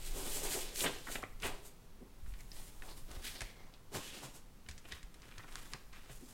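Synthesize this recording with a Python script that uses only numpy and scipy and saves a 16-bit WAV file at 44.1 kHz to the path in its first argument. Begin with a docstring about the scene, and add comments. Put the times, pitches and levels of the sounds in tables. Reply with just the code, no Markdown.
"""A papery hiss and rasp as a vinyl record slides into its sleeve, then a cardboard cover is picked up
from a table, the sleeve is laid down and the cover is pressed open, close to a mono microphone.
Rubbing is a stream of tiny random slips, coloured by each pair of surfaces. Sheets buckle in bursts of
slips, edges tick and scrape through resonances, bent card creaks in sparse cracks, bumps are decaying
low tones, and fanned air is rumbling noise. A small room adds reflections and a quiet tone."""
import sys
import numpy as np
from scipy import signal
from scipy.fft import rfft, irfft
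from scipy.io import wavfile
from scipy.ndimage import uniform_filter1d

SR = 44100
rng = np.random.default_rng(int(sys.argv[2]) if len(sys.argv) > 2 else 0)


def inscribe(sig):
    """Save sig as 16-bit PCM at rate SR to the path in sys.argv[1].

    A 1-D sig is mono; a 2-D sig holds one channel per row.
    Samples are clipped to [-1, 1] before scaling.
    """
    pcm = np.round(np.clip(np.atleast_2d(sig).T, -1, 1) * 32767)
    wavfile.write(sys.argv[1], SR, pcm.astype(np.int16))


N = 279153
TIME = np.arange(N) / SR  # seconds
FREQ = np.maximum(np.fft.rfftfreq(N, 1 / SR), 1)  # Hz

# Colour of the quiet room. Each row: frequency in Hz, gain in dB.
ROOM_TONE_COLOUR = [(24, -51), (40, 1.5), (143, -3.5), (247, -6.5), (280, -10), (333, -11), (461, -12),
                    (591, -17), (1020, -16.5), (1680, -22), (15500, -32.5)]
# Colour of each pair of rubbing surfaces. Each row: frequency in Hz, gain in dB.
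PAPER_ON_VINYL = [(140, -6), (220, -9), (300, -5), (420, -1.5), (540, -7), (700, -9.5), (1200, -14.5),
                  (2400, -9), (3600, -8.5), (5500, -13), (8300, -11), (10500, -16), (13200, -17.5),
                  (16000, -24.5)]
CARD_ON_TABLE = [(140, -7.5), (320, -5), (800, -9), (1300, -11.5), (1850, -8), (2150, -8), (2500, -10),
                 (3200, -7), (6200, -13), (9400, -13), (16000, -21.5)]
PAPER_ON_TABLE = [(140, 0), (280, 0), (480, -3), (750, -7.5), (1200, -9), (2800, -7.5), (5700, -10.5),
                  (7300, -10.5), (12900, -18.5), (16000, -26)]
SKIN_ON_CARD = [(140, 2), (300, 2), (600, -1), (1000, -6), (1400, -12.5), (1700, -15), (2100, -17.5),
                (3400, -17.5), (5500, -26), (8600, -29.5), (13000, -35), (16000, -40)]
# The long push of the disc into its sleeve, before the trims in slide().
# Each row: time in seconds, hiss of the fibres in dB, rasp of the edges in dB, drumming of the sheet in dB.
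SLIDE = [(0.0, -58, -57, -51), (0.012, -59, -59.5, -63), (0.066, -50.5, -53.5, -62),
         (0.122, -57, -54.5, -54), (0.178, -45.5, -50.5, -45.5), (0.24, -51, -53, -51.5),
         (0.268, -47, -49.5, -45.5), (0.336, -43, -47, -56), (0.374, -42.5, -47.5, -47),
         (0.426, -50, -53, -51), (0.442, -41, -47.5, -43), (0.478, -48, -48, -46.5),
         (0.538, -40.5, -45.5, -54), (0.556, -42, -47, -39.5), (0.618, -47, -49, -56),
         (0.652, -50.5, -50, -50), (0.694, -60, -54, -57.5), (0.73, -60, -57, -57)]
# Colour of the moving air. Each row: frequency in Hz, gain in dB.
DRAUGHT_COLOUR = [(3, -36), (7, 1.5), (12, -4.5), (22, -4.5), (40, -15), (70, -31), (130, -27.5),
                  (260, -54)]
# Air fanned by a moving sheet or hand, before the trim in draught().
# Each row: time of the height in seconds, level in dB, half length (standard deviation) in seconds.
GUSTS = [(.11, -40, .08), (.38, -44, 0.25), (.9, -50, 0.21), (1.45, -50.5, 0.27), (2.354, -52, 0.18),
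         (2.702, -50, 0.3), (3.14, -45, 0.12), (3.64, -56, 0.083), (4.72, -50, 0.057),
         (5.394, -50.5, 0.046), (5.72, -52.5, .25), (6.15, -54, .12)]
# Resonances of a held sheet. Each row: frequency in Hz, width in Hz, gain in dB.
SHEET_MODES = [(137, 39, -9), (186, 43, -7), (262, 34, 3.5), (306, 37, 1.5), (393.4, 24, 1.5), (439, 31, 1),
               (520, 120, -10.5), (660, 87, -1.5), (786, 44, -9.5)]
# Sheets buckling and flapping. Each row: time of the height in seconds, crackle in dB before the trim
# in buckles(), fall to 1/e in seconds, crackle centre in Hz, drumming in dB against the crackle.
BUCKLES = [(0.564, -46.5, .014, 400, 0), (.895, -47.5, .02, 418, 0), (.843, -33, 0.0095, 1850, 1.5),
           (.866, -30.5, .013, 2180, -5.5), (1.072, -36.5, 0.0036, 1330, -12),
           (1.087, -40.5, 0.0055, 1130, -2), (1.101, -45, .003, 350, 0), (1.157, -33.5, .005, 2040, -4),
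           (1.188, -50.5, 0.015, 497, -1), (1.231, -32.5, 0.0045, 814, -16), (1.238, -36, .0025, 1450, 2.5),
           (1.434, -38.5, 0.0085, 1980, -19), (1.458, -38.5, .031, 1900, -0.5),
           (1.515, -55, 0.021, 520, -1), (2.024, -51, .024, 295, -10), (2.889, -54.5, 0.017, 3580, 2),
           (3.272, -41.5, .014, 3040, -22), (3.416, -47.5, 0.01, 630, -2), (3.923, -54, .012, 400, 0),
           (3.95, -42, 0.0036, 1220, 2), (3.963, -48, .025, 640, 1), (4.235, -50, .017, 700, 1),
           (4.689, -44.5, .0036, 3080, -5), (4.855, -49.5, .006, 1960, -2), (4.922, -45, .018, 2500, -10),
           (5.398, -47.5, 0.0083, 1310, -11), (5.444, -51, 0.0051, 1000, 6.5),
           (5.485, -53, .011, 1700, -10), (5.747, -48, 0.011, 1310, -0.5), (5.937, -54, .011, 1600, -12),
           (6.098, -53, .014, 2010, -2), (6.226, -55.5, .02, 260, -8)]
# Ring of the stiff cover. Each row: frequency in Hz, width in Hz, gain in dB.
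COVER_MODES = [(1800, 170, 6.5), (2130, 110, 6), (2550, 170, 1), (3600, 430, -9)]
# Sharp ticks of edges and nails. Each row: start in seconds, peak in dB, pitch in Hz, reach of the band
# as a ratio up and down, time to fall 60 dB in seconds, gain of the cover's ring in dB.
TICKS = [(0.7596, -26.5, 5000, 3.2, 0.017, -28), (1.2245, -37, 8000, 1.8, .025, -32),
         (1.4012, -41, 4000, 2.2, 0.033, -30), (1.423, -32, 5930, 2, .02, -30),
         (2.263, -49.5, 1370, 1.4, .04, -18), (2.3388, -44, 2000, 1.9, .045, -4),
         (2.3902, -50, 5000, 2.2, .02, -8), (2.407, -43, 5000, 1.4, .029, -6),
         (2.5173, -37.5, 4540, 1.16, 0.025, -12.5), (2.8223, -37.5, 2060, 1.3, 0.026, 7),
         (3.115, -38.5, 4500, 4, 0.05, -6), (3.4076, -27, 4500, 2, 0.038, 8),
         (3.4178, -26, 2970, 4.3, 0.044, 4), (3.739, -44, 3140, 1.5, 0.068, -3),
         (4.6637, -46.5, 2200, 1.7, .029, -8), (4.6877, -36, 4500, 2.3, 0.08, -1),
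         (4.712, -37.5, 3500, 2.2, 0.059, -3), (4.7794, -39, 4330, 1.9, 0.061, -2),
         (4.923, -36, 1740, 1.15, 0.018, -22), (4.9225, -30, 3300, 2.4, 0.023, -20),
         (5.03, -40, 3940, 2.3, 0.043, 2), (5.143, -43, 2940, 4, 0.055, -7),
         (5.2198, -42.5, 3700, 1.9, 0.037, -15), (5.382, -34, 3000, 2.5, 0.032, -13),
         (5.5245, -40, 2500, 3.3, .02, -6), (5.5563, -27, 4020, 2.3, .006, -12),
         (5.556, -39.5, 1220, 1.44, 0.037, -25), (5.7353, -24.5, 3500, 2.1, .018, -11),
         (5.736, -39, 1300, 1.3, .043, -18), (5.9307, -44, 3000, 2.3, 0.091, -15)]
# Short strokes of one surface over another. Each row: surface, start of full speed in seconds,
# hold, rise and fall in seconds, hiss in dB, rasp in dB, drumming in dB.
STROKES = [("disc", 0.77, .03, 0.018, .02, -42.5, -47, -54),
           ("disc", 0.8115, 0.032, .012, 0.02, -38.5, -46, -50),
           ("disc", 0.88, 0.042, .02, 0.1, -56, -52, -54.5),
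           ("disc", 1.124, 0.024, 0.047, 0.034, -47.5, -49.5, -55.5),
           ("disc", 1.44, 0.031, 0.013, 0.025, -47, -48.5, -48),
           ("disc", 1.52, .03, .02, .1, -67, -62, -57),
           ("disc", 1.66, 0.017, 0.022, 0.02, -56.5, -63.5, -62),
           ("card", 2.28, .02, .02, 0.035, -66, -72.5, -71), ("card", 2.39, .05, .04, .03, -69, -74, -73),
           ("card", 2.55, .12, 0.04, 0.066, -58.5, -62.5, -65),
           ("card", 2.86, 0.056, 0.072, .03, -61.5, -65, -59.5),
           ("card", 2.975, .02, 0.031, .025, -60.5, -65.5, -70),
           ("card", 3.11, 0.086, 0.02, 0.022, -64.5, -61, -57),
           ("card", 3.25, 0.043, 0.015, .045, -49.5, -48, -59.5),
           ("card", 3.34, .09, 0.022, 0.066, -60.5, -55, -60),
           ("card", 3.565, .2, .03, .04, -86, -72, -65.5),
           ("sleeve", 3.945, 0.025, 0.011, 0.031, -48, -48, -47),
           ("sleeve", 4.04, .05, .04, .04, -56.5, -55, -63),
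           ("sleeve", 4.14, .04, .02, .05, -56.5, -53, -57),
           ("sleeve", 4.23, 0.017, 0.017, 0.041, -54.5, -54.5, -54.5),
           ("sleeve", 4.35, 0.014, .015, 0.027, -58, -61.5, -59.5),
           ("hand", 4.89, 0.062, 0.037, 0.038, -63.5, -62, -69),
           ("hand", 5.23, .2, 0.095, .05, -71.5, -67.5, -69.5),
           ("hand", 5.51, 0.2, 0.064, 0.06, -62.5, -62, -65),
           ("hand", 5.95, 0.16, 0.022, .03, -69, -65.5, -68.5),
           ("hand", 6.125, 0.027, 0.018, 0.039, -58.5, -66, -66.5),
           ("hand", 6.25, .08, 0.059, .05, -63, -69, -70)]
# Dragged edges chattering at one pitch. Each row: time of the height in seconds, level in dB,
# half length (to 1/e) in seconds, pitch in Hz, width in Hz.
SCRAPES = [(.807, -34, 0.0043, 2950, 1800), (0.945, -69, .03, 2900, 900), (2.91, -58.5, 0.023, 4200, 900),
           (3.373, -59, 0.026, 4300, 1000), (2.402, -62, .014, 2180, 220), (3.465, -62, .035, 2150, 220),
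           (4.01, -63, .045, 1030, 200), (3.599, -69, 0.096, 2150, 260), (3.62, -78, .06, 5740, 910),
           (4.11, -56.5, 0.1, 3000, 700)]
# Soft bumps of the hands and the cover. Each row: start in seconds, level in dB, pitch in Hz.
BUMPS = [(.85, -39, 165), (1.229, -46.5, 103), (1.44, -41, 72), (2.23, -41, 49), (2.279, -33, 38),
         (2.325, -36.5, 42), (3.109, -44, 45), (3.167, -41, 68.4), (3.413, -46.5, 109), (3.421, -37, 36),
         (3.943, -40.5, 137), (3.959, -43, 94), (4.24, -45, 132), (4.69, -42.5, 74), (4.93, -45.5, 65),
         (5.038, -40.5, 35), (5.381, -46.5, 100), (5.738, -48.5, 136.5), (6.099, -47, 129),
         (6.224, -50, 253)]
# Spells of faint creaking as the cover bends. Each row: start in seconds, end in seconds, rms level in dB.
CREAKS = [(2.247, 2.447, -74), (4.88, 5.0, -66), (5.21, 5.614, -63.5), (5.927, 6.12, -66)]


def undb(db):
    """Decibels to gain."""
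    return 10 ** (np.asarray(db) / 20)


def unit(x):
    """Scale to rms 1."""
    return x / np.sqrt(np.mean(x ** 2))


def colour(x, points):
    """Filter by a smooth spectrum of (Hz, dB) points, joined along log frequency."""
    hz, db = np.transpose(points)
    gain_db = np.interp(np.log(FREQ), np.log(hz), db)
    return irfft(rfft(x) * undb(gain_db), N)


def band(x, lo_hz, hi_hz, order=3):
    """Band-pass between two edges."""
    return signal.sosfilt(signal.butter(order, [lo_hz, hi_hz], "band", fs=SR, output="sos"), x)


def ring(x, hz, width_hz):
    """One resonance, gain 1 at its centre."""
    return signal.lfilter(*signal.iirpeak(hz, hz / width_hz, fs=SR), x)


def resonate(x, modes):
    """Sum the bending resonances of a sheet or cover."""
    return sum(undb(db) * ring(x, hz, width) for hz, width, db in modes)


def walk(rate):
    """Smooth random wandering with a spread near 1, through a new point `rate` times a second."""
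    return np.interp(TIME * rate, np.arange(N // 20), rng.standard_normal(N // 20))


def add(out, s, x):
    """Mix a short sound in at time s."""
    i = int(s * SR)
    out[i:i + len(x)] += x[:N - i]


def slips(rate, spread_db):
    """Fibres catching and letting go: random impulses per second, mostly tiny with a few larger ones."""
    size = undb(spread_db * np.minimum(rng.exponential(size=N), 5))
    happens = rng.random(N) < rate / SR
    direction = rng.choice([-1, 1], N)
    return unit(happens * size * direction)


def rub(levels_db, surface, slip_rate, spread_db, judder_db):
    """Countless fibres hiss; coarser slips of the edges rasp and drum; the grip is uneven."""
    grip_db = judder_db * walk(90)
    fine = colour(slips(25000, 4.1) * undb(grip_db / 2), surface)
    coarse = colour(slips(slip_rate, spread_db) * undb(grip_db), surface)
    hiss = band(fine, 6470, 19845)
    rasp = band(coarse, 1284, 6000)
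    drumming = band(coarse, 143, 1400)
    return sum(unit(part) * undb(db) for part, db in zip((hiss, rasp, drumming), levels_db))


def room_tone(level_db=-62):
    """The steady murmur of the quiet room: coloured noise at one rms level."""
    return undb(level_db) * unit(colour(rng.standard_normal(N), ROOM_TONE_COLOUR))


def slide(trims_db=(0, -0.5, -1), stop_db_per_s=150):
    """Hiss, rasp and drumming in dB as the disc goes in and comes to rest."""
    s, *levels_db = np.transpose(SLIDE)
    stop_db = stop_db_per_s * np.maximum(TIME - s[-1], 0)
    return np.array([np.interp(TIME, s, db) + trim - stop_db for db, trim in zip(levels_db, trims_db)])


def draught(still_air_db=-58, trim_db=2):
    """Slow waves of air pushed against the microphone, swelling with each sweep of a sheet or hand."""
    air = unit(colour(rng.standard_normal(N), DRAUGHT_COLOUR))
    power = undb(still_air_db) ** 2  # the trim lifts still air and gusts alike
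    for s, db, length in GUSTS:
        swell = np.exp(-((TIME - s) / length) ** 2 / 2)
        power = power + (undb(db) * swell) ** 2
    return air * np.sqrt(power) * undb(trim_db)


def buckles(slip_rate=9000, spread_db=0.5, span=1.6, rise_share=0.51, trim_db=-2.0):
    """A bending sheet lets go a swelling cluster of slips, which crackle and shake the whole sheet."""
    out, force = np.zeros(N), slips(slip_rate, spread_db)
    body = unit(band(resonate(force, SHEET_MODES), 83, 2040, order=2))
    for s, db, fall, hz, drum_db in BUCKLES:
        near = np.abs(TIME - s) < .25
        t = TIME[near] - s
        # the rise takes a share of the fall time
        swell = np.exp(np.minimum(t / (rise_share * fall), -t / fall))
        crackle = unit(band(force[near], hz / span, hz * span))
        out[near] += undb(db + trim_db) * swell * (crackle + undb(drum_db) * body[near])
    return out


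def ticks(chatter=0.19, drum_db=-11, top_hz=10000):
    """One sharp impulse and a short chatter, coloured by the spot that is struck; the cover may ring on."""
    out, t = np.zeros(N), np.arange(SR // 6) / SR
    for s, db, hz, span, t60, ring_db in TICKS:
        impulse = 2 * (t == 0)
        force = chatter * rng.standard_normal(len(t)) * undb(-60 * t / t60) + impulse
        tick = band(force, hz / span, hz * span, order=2)
        tick = tick + undb(drum_db) * resonate(force, SHEET_MODES)
        tick = tick + undb(ring_db) * resonate(force, COVER_MODES)
        tick = band(tick, 110, top_hz)
        add(out, s, undb(db) * tick / np.abs(tick).max())
    return out


def strokes(surface):
    """Hiss, rasp and drumming in dB: all follow the speed of each stroke, which swells, holds and dies away."""
    power = np.full((3, N), 1e-14)  # silence between strokes
    for kind, s, hold, rise, fall, *levels_db in STROKES:
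        if kind == surface:
            log_speed = np.minimum((TIME - s) / rise, (s + hold - TIME) / fall)
            speed = np.exp(np.clip(log_speed, -20, 0))
            power += np.outer(undb(levels_db) ** 2, speed ** 2)
    return 10 * np.log10(power)


def scrapes(slip_rate=2500, spread_db=2):
    """Stick and slip of a dragged edge excites one resonance of the card."""
    out, force = np.zeros(N), slips(slip_rate, spread_db)
    for s, db, length, hz, width in SCRAPES:
        swell = np.exp(-((TIME - s) / length) ** 2)
        tone = unit(ring(ring(force, hz, width), hz, 2 * width))
        out += undb(db) * swell * tone
    return out


def bumps(contact_s=0.0016, t60=0.18):
    """Soft pushes set the table and the cover swaying: low sines with a soft onset and a quick decay."""
    out, t = np.zeros(N), np.arange(SR // 2) / SR
    onset = 1 - np.exp(-t / contact_s)
    for s, db, hz in BUMPS:
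        add(out, s, undb(db - 60 * t / t60) * np.sin(2 * np.pi * hz * t) * onset)
    return out


def creaks(slip_rate=90, spread_db=2, lo_hz=950, hi_hz=3200, chatter_s=0.0036):
    """Bent card gives way in sparse, irregular cracks, each with a brief chatter."""
    t = np.arange(SR // 20) / SR
    cracks = signal.fftconvolve(slips(slip_rate, spread_db), np.exp(-t / chatter_s))[:N]
    chatter = cracks * rng.standard_normal(N)
    bending = sum(undb(db) * ((TIME > start) & (TIME < end)) for start, end, db in CREAKS)
    soft_edged = uniform_filter1d(bending, size=1000)  # samples
    return unit(band(chatter, lo_hz, hi_hz, order=2)) * soft_edged


def room(x, t60=0.45, treble_share=0.88, tail_db=-10, treble_db=-8, early_db=-13, early_s=0.011):
    """Faint reflections from the table and the wall, then the short tail of a furnished room."""
    t = np.arange(SR // 2) / SR
    low, high, early = rng.standard_normal((3, len(t)))
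    low = band(low, 81, 5800, order=1) * undb(-60 * t / t60)
    high = band(high, 4400, 14000, order=1) * undb(treble_db - 60 * t / (t60 * treble_share))
    tail = (low + high) * (t > .008)
    early = band(early, 130, 6000, order=1) * np.exp(-t / early_s) * (t > .002)
    response = undb(tail_db) * unit(tail) + undb(early_db) * unit(early)
    # this scaling puts the energy of tail and early part 3 dB below their settings, against the direct sound
    return x + signal.fftconvolve(x, response / np.sqrt(2 * len(t)))[:N]


def scene():
    """Four pairs of surfaces rub, with buckles, creaks, ticks and bumps, the same in both channels."""
    disc = np.maximum(slide(), strokes("disc"))
    rubbing = (rub(disc, PAPER_ON_VINYL, slip_rate=14000, spread_db=2.5, judder_db=2.0)
               + rub(strokes("card"), CARD_ON_TABLE, slip_rate=6000, spread_db=2.5, judder_db=3.0)
               + rub(strokes("sleeve"), PAPER_ON_TABLE, slip_rate=9000, spread_db=3.0, judder_db=1.6)
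               + rub(strokes("hand"), SKIN_ON_CARD, slip_rate=2500, spread_db=2.5, judder_db=4.0))
    quiet = room_tone()
    handling = rubbing + scrapes() + buckles() + creaks() + ticks()
    mono = room(handling) + bumps() + draught() + quiet
    return np.array([mono, mono])


def record(dry, top_hz=15900):
    """The recorder cuts the top with a steep low-pass."""
    return signal.sosfilt(signal.ellip(10, .2, 70, top_hz, fs=SR, output="sos"), dry)


dry = scene()
out = record(dry)
inscribe(out)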